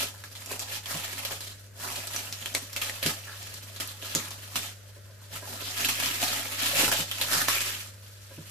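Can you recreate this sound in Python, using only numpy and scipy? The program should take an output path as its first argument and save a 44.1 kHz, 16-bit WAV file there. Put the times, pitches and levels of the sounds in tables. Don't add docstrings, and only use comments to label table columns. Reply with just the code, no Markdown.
import sys
import numpy as np
from scipy import signal
from scipy.fft import rfft, irfft, next_fast_len
from scipy.io import wavfile
from scipy.ndimage import uniform_filter1d

SR = 44100
rng = np.random.default_rng(int(sys.argv[2]) if len(sys.argv) > 2 else 0)


def wav_record(signal):
    frames = np.transpose(np.atleast_2d(signal))
    bounded = np.clip(frames, -1, 1)
    quanta = np.round(bounded * 32767).astype(np.int16)
    wavfile.write(sys.argv[1], SR, quanta)


N = 374850

# frequency_hz, gain_db
AIR_SPECTRUM = [(30, 1), (80, 11.5), (200, -3.5), (320, -5.5), (600, 1.5), (800, -25), (1500, -7),
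                (5000, -27)]
# time_s, level_db
HUM_LEVEL = [(0.0, -50), (6.77, -48), (8.5, -50)]
# frequency_hz, t60_s
ROOM_DECAY = [(150, 0.18), (600, 0.17), (2500, 0.1), (7000, 0.22), (14000, 0.054)]
# frequency_hz, level_db, t60_s
PAN_MODES = [(160, -11, 0.097), (213, -6.5, 0.057), (310, -6, 0.071), (417, -1, 0.042), (535, -2, 0.061),
             (626, -1.5, 0.054), (1004, -4.5, 0.082), (1570, 5, 0.06)]
# start_s, level_db, favoured_pitch_hz
KNOCKS = [(0.509, -32.5, 654), (0.943, -31.5, 166), (1.308, -34, 415), (2.545, -40, 610), (3.026, -31, 651),
          (3.056, -22.5, 210), (4.023, -37, 417), (4.15, -24.5, 230), (4.961, -44, 423),
          (5.093, -46.5, 592), (5.423, -34, 617), (5.614, -36, 460), (6.797, -28, 285), (6.827, -21, 305),
          (6.989, -32.5, 184), (8.308, -42, 536), (8.379, -34, 160)]
# start_s, length_s, level_db, pitch_hz, bandwidth_hz
SQUEAK = (3.268, .1, -45, 1600, 300)
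# start_s, level_db, ring_hz, following_crackle_db
SNAPS = [(0.2385, -35.5, 1660, -39.5), (0.352, -46, 3450, -37.5), (0.4603, -32, 7200, -56),
         (0.5136, -35, 1660, -37), (0.594, -25.5, 7440, -29), (0.858, -33, 3200, -36),
         (0.9435, -29, 2980, -29.5), (1.2496, -38, 3460, -27), (1.309, -33, 865, -47),
         (1.406, -40, 4700, -34), (1.447, -38, 6000, -52), (1.9246, -30, 6000, -38.5),
         (1.9566, -34, 4800, -30.5), (2.071, -29.5, 7740, -36.5), (2.1624, -23, 6040, -37),
         (2.326, -26, 5120, -37), (2.4585, -25, 2950, -32.5), (2.541, -41, 6000, -32.5),
         (2.5495, -18, 2160, -27.5), (2.731, -31.5, 5460, -52), (2.7632, -26.5, 2650, -30.5),
         (2.8159, -24, 2720, -24), (2.8962, -25.5, 1860, -44), (3.028, -30, 2500, -25.5),
         (3.0615, -25, 2930, -19.5), (3.429, -39, 5200, -52), (3.5405, -35, 7200, -37.5),
         (3.761, -41, 3300, -38.5), (3.8, -38, 1390, -27), (3.8058, -25, 3170, -34),
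         (3.8748, -30.5, 12400, -41), (4.15, -15, 6800, -27), (4.307, -31.5, 6140, -40),
         (4.557, -31, 2830, -23), (5.847, -32, 4450, -22.5), (5.887, -24.5, 2440, -23.5),
         (6.226, -24, 2970, -44), (6.6604, -31, 2950, -27), (6.879, -20.5, 1300, -22),
         (6.9156, -21.5, 1480, -24.5), (7.1126, -34.5, 3060, -31), (7.213, -36, 3220, -21),
         (7.332, -22, 1510, -20), (7.4837, -20, 1076, -23), (7.6057, -31, 3100, -26.5)]
# time_s, crinkle_level_db, slack_fold_level_db
FINGERING = [(0, -51, -2), (.3, -51, -7.5), (.5, -42.5, 1.5), (.8, -48, -7), (1.15, -40, -2.5),
             (1.61, -51.5, -8), (1.74, -64, 0.5), (1.9, -40.5, -0.5), (2.3, -42.5, -4), (2.7, -45.5, -6),
             (3.45, -44.5, -6.5), (3.95, -50.5, -4), (4.45, -46, -2.5), (4.8, -54.5, -7.5),
             (5.15, -59.5, -3.5), (5.45, -46, -5), (6.0, -33, -6.5), (6.55, -36, -5.5), (7.07, -44.5, -4.5),
             (7.7, -29.5, -10.5), (7.97, -54.5, -8), (8.5, -48.5, -11)]
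# full_strength_from_s, held_s, crinkle_level_db, busiest_patch_hz
TUGS = [(0, 0.025, -26.5, 3170), (0.705, 0.056, -36, 2660), (0.903, 0.0079, -29.5, 1490),
        (.99, 0.053, -36, 2900), (1.18, 0.0099, -38, 2500), (1.32, 0.0073, -34.5, 2880),
        (1.47, 0.045, -45.5, 4440), (1.56, 0.029, -60, 5000), (1.818, 0.047, -36.5, 1530),
        (1.96, 0.018, -44, 3980), (2.14, 0.053, -36.5, 2500), (2.42, 0.006, -41, 2900),
        (2.831, 0.038, -33, 2500), (2.95, 0.008, -39, 2500), (3.044, 0.066, -32.5, 2500),
        (3.82, 0.093, -44, 2860), (4.058, 0.099, -38.5, 3000), (4.16, 0.096, -40, 2120),
        (4.566, 0.12, -39.5, 2750), (5.339, 0.019, -38.5, 2440), (5.492, 0.067, -37.5, 600),
        (5.62, 0.085, -39.5, 4960), (5.79, 0.086, -29.5, 2540), (6.03, 0.044, -29, 2840),
        (6.229, 0.02, -28, 2920), (6.309, 0.043, -28, 2500), (6.63, 0.19, -27.5, 2840),
        (6.794, 0.056, -24, 2660), (6.93, 0.076, -29, 2920), (7.125, 0.12, -38, 2920),
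        (7.309, .11, -28.5, 1610), (7.5, 0.049, -28, 2500)]
# frequency_hz, gain_db
CRISP_SPECTRUM = [(600, -25.5), (1500, -8), (2400, -8.5), (3100, -3.5), (5000, -2), (9400, -3), (12000, 1),
                  (14300, 2.5)]
# frequency_hz, gain_db
DULL_SPECTRUM = [(60, -18), (150, -2), (400, -5), (650, 1.5), (1300, 0), (2200, -3), (4000, 9.5)]

AIR_DB, HUM_HZ = -57, 99.9
MIC_LAG_S = .0002
EDGE_HZ = 14400
REST_HZ = 2500
RISE_DB, RISE_S, FALL_DB_PER_S = 38.5, 0.081, 289
STILL_DB = -47


def gain_of(db):
    return 10 ** (np.asarray(db) / 20)


def unit_rms(x):
    return x / np.sqrt(np.mean(x ** 2) + 1e-20)


def at_frequency(points, hz):
    table_hz, value = np.transpose(points)
    return np.interp(np.log(hz + 1), np.log(table_hz + 1), value)


def over_time(rows):
    time_s, *columns = np.transpose(rows)
    return [np.interp(np.arange(N) / SR, time_s, column) for column in columns]


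def coloured(x, spectrum):
    size = next_fast_len(N)
    gain = gain_of(at_frequency(spectrum, np.fft.rfftfreq(size, 1 / SR)))
    return irfft(rfft(x, size) * gain, size)[..., :N]


def add(mix, start_s, sound):
    part = mix[..., round(start_s * SR):][..., :sound.shape[-1]]
    part += sound[..., :part.shape[-1]]


def drift(per_s):
    span = max(round(SR / per_s), 2)
    smooth = uniform_filter1d(rng.standard_normal(N), span)
    return unit_rms(uniform_filter1d(smooth, span))


def air():
    shared, left, right = rng.standard_normal((3, N))
    alike = coloured(shared, [(300, -8.0), (1500, -2.5)])
    apart = coloured(np.array([left, right]), [(100, -9.0), (1500, -2.5)])
    level_db = AIR_DB + 0.83 * drift(21.0)
    return gain_of(level_db) * unit_rms(coloured(alike + apart, AIR_SPECTRUM))


def hum():
    phase = 2 * np.pi * HUM_HZ * np.arange(N) / SR
    tone = np.sin(phase) + gain_of(-22.5) * np.sin(2 * phase)
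    level_db = over_time(HUM_LEVEL)[0] + 0.38 * drift(5.0)
    return np.sqrt(2) * gain_of(level_db + [[.6], [-.6]]) * tone


def room(x):
    echoes = np.zeros((2, SR // 2))
    at = np.arange(60, SR // 2 - 20, 20)
    at = at + rng.integers(0, 20, (2, len(at)))
    np.put_along_axis(echoes, at, rng.choice([-1., 1.], at.shape), 1)
    hz, t, bands = signal.stft(echoes, SR, nperseg=256)
    same = 1 / np.sqrt(1 + (hz[:, None] / 500) ** 2)
    bands[1] = same * bands[0] + np.sqrt(1 - same ** 2) * bands[1]
    decay = gain_of(-60 * t / at_frequency(ROOM_DECAY, hz)[:, None])
    tail = signal.istft(bands * decay, SR, nperseg=256)[1]
    return signal.fftconvolve(x, tail / np.linalg.norm(tail[0]), axes=1)[:, :N]


def knocks():
    out, t = np.zeros(N), np.arange(SR // 4) / SR
    chance = rng.standard_normal((len(KNOCKS), len(PAN_MODES)))
    for (start_s, level_db, favoured_hz), jitter in zip(KNOCKS, chance):
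        ring = np.zeros(len(t))
        for (hz, mode_db, t60_s), j in zip(PAN_MODES, jitter):
            octaves = abs(np.log2(hz / favoured_hz))
            envelope = gain_of(mode_db - 8.2 * octaves + 2.0 * j - 60 * t / t60_s)
            ring += envelope * np.sin(2 * np.pi * hz * (1 + 0.026 * j) * t)
        ring *= 1 - np.exp(-t / 0.0044)
        add(out, start_s, gain_of(level_db) * ring / abs(ring).max())
    return out


def squeak():
    start_s, length_s, level_db, hz, width_hz = SQUEAK
    t, out = np.arange(0, length_s, 1 / SR), np.zeros(N)
    slips = rng.standard_normal(len(t)) * (rng.random(len(t)) < 600 / SR)
    resonance = np.sin(2 * np.pi * hz * t) * np.exp(-np.pi * width_hz * t)
    strip = signal.oaconvolve(slips, resonance)[:len(t)]
    envelope = np.minimum(t / 0.0063, 1) * np.sqrt(1 - t / length_s)
    add(out, start_s, gain_of(level_db) * unit_rms(strip) * envelope)
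    return out


def snaps():
    out, t = np.zeros((2, N)), np.arange(700) / SR
    chance, bins_hz = rng.standard_normal((len(SNAPS), 3, 700)), np.fft.rfftfreq(700, 1 / SR)
    for (start_s, level_db, hz, _), (both, left, right) in zip(SNAPS, chance):
        octaves = abs(np.log2((bins_hz + 1) / hz))
        colour = gain_of(-4.0 * np.minimum(octaves, 4))
        noise = both + 0.46 * np.array([left, right])
        tear = unit_rms(irfft(rfft(noise) * colour, 700)) * np.exp(-t / 0.001)
        ring = 0.38 * np.sin(2 * np.pi * hz * t) * np.exp(-t / 0.0033)
        snap = (1 - np.exp(-t / 0.00015)) * (tear + ring)
        add(out, start_s, gain_of(level_db + 8.5) * snap / abs(snap.mean(0)).max())
    return out


def hand():
    t = np.arange(N) / SR
    power = gain_of(2 * over_time(FINGERING)[0])
    weighted_pitch = power * np.log(REST_HZ)
    for start_s, held_s, level_db, hz in TUGS:
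        rise_db = RISE_DB / (held_s + RISE_S) * np.maximum(start_s - t, 0)
        fall_db = FALL_DB_PER_S * np.maximum(t - start_s - held_s, 0)
        tug = gain_of(2 * (level_db - rise_db - fall_db))
        power += tug
        weighted_pitch += tug * np.log(hz)
    t = t[:SR // 2]
    for start_s, _, hz, level_db in SNAPS:
        crackle = gain_of(2 * (level_db - 60 * t / 0.12)) * (1 - np.exp(-t / 0.00037))
        add(power, start_s, crackle)
        add(weighted_pitch, start_s, crackle * np.log(hz))
    lead = power / (power + gain_of(2 * STILL_DB))
    return power, np.exp(weighted_pitch / power), lead


def folds(focus_hz, lead, spectrum, per_s, spread_db, low_hz, high_hz, cycles, busy_db, count=20):
    at = np.flatnonzero(rng.random(N) < per_s / SR)
    pop_db = 11 * (rng.random(N) < .004)
    size = gain_of(spread_db * np.minimum(rng.exponential(1, N), 4) + pop_db)
    lag = np.round(MIC_LAG_S * SR * rng.standard_normal(N)[at]).astype(int)
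    later = np.clip(at + lag, 0, N - 1)
    place = rng.integers(0, count, N)[at]
    t, out = np.arange(512) / SR, np.zeros((2, N))
    for k, hz in enumerate(np.geomspace(low_hz, high_hz, count)):
        tick = np.sin(2 * np.pi * hz * t) * np.exp(-t * hz / cycles)
        tick[0] = 0.5 * np.linalg.norm(tick)
        octaves = np.log2(hz / focus_hz)
        near_db = lead * (7.0 * np.exp(-(octaves / 0.45) ** 2) - 1.2 * abs(octaves))
        strength = size * gain_of(busy_db * drift(18.0) + near_db)
        blows = strength[at] * (place == k)
        trains = np.array([np.bincount(at, blows, N), np.bincount(later, blows, N)])
        out += signal.oaconvolve(trains, tick[None] / np.linalg.norm(tick))[:, :N]
    return unit_rms(coloured(out, spectrum))


def crinkle():
    power, focus_hz, lead = hand()
    dull_db = over_time(FINGERING)[1]
    clumps_db = 1.74 * drift(74.0)
    crisp = folds(focus_hz, lead, CRISP_SPECTRUM, per_s=5000, spread_db=0.26,
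                  low_hz=1188, high_hz=12500, cycles=2.26, busy_db=1.0)
    dull = folds(focus_hz, lead, DULL_SPECTRUM, per_s=1500, spread_db=2.73,
                 low_hz=188.0, high_hz=2554, cycles=3.0, busy_db=3.64)
    return np.sqrt(power) * (crisp * gain_of(clumps_db) + dull * gain_of(dull_db + clumps_db))


def scene():
    near = crinkle() + snaps() + knocks() + squeak()
    balance = gain_of([[-.4], [.4]])
    return balance * (gain_of(-1.0) * near + gain_of(-4.5) * room(near)) + hum() + air()


def record(dry):
    low_pass = signal.firwin(511, EDGE_HZ, window=("kaiser", 9), fs=SR)
    return signal.oaconvolve(dry, low_pass[None], "same")


dry = scene()
out = record(dry)
wav_record(out)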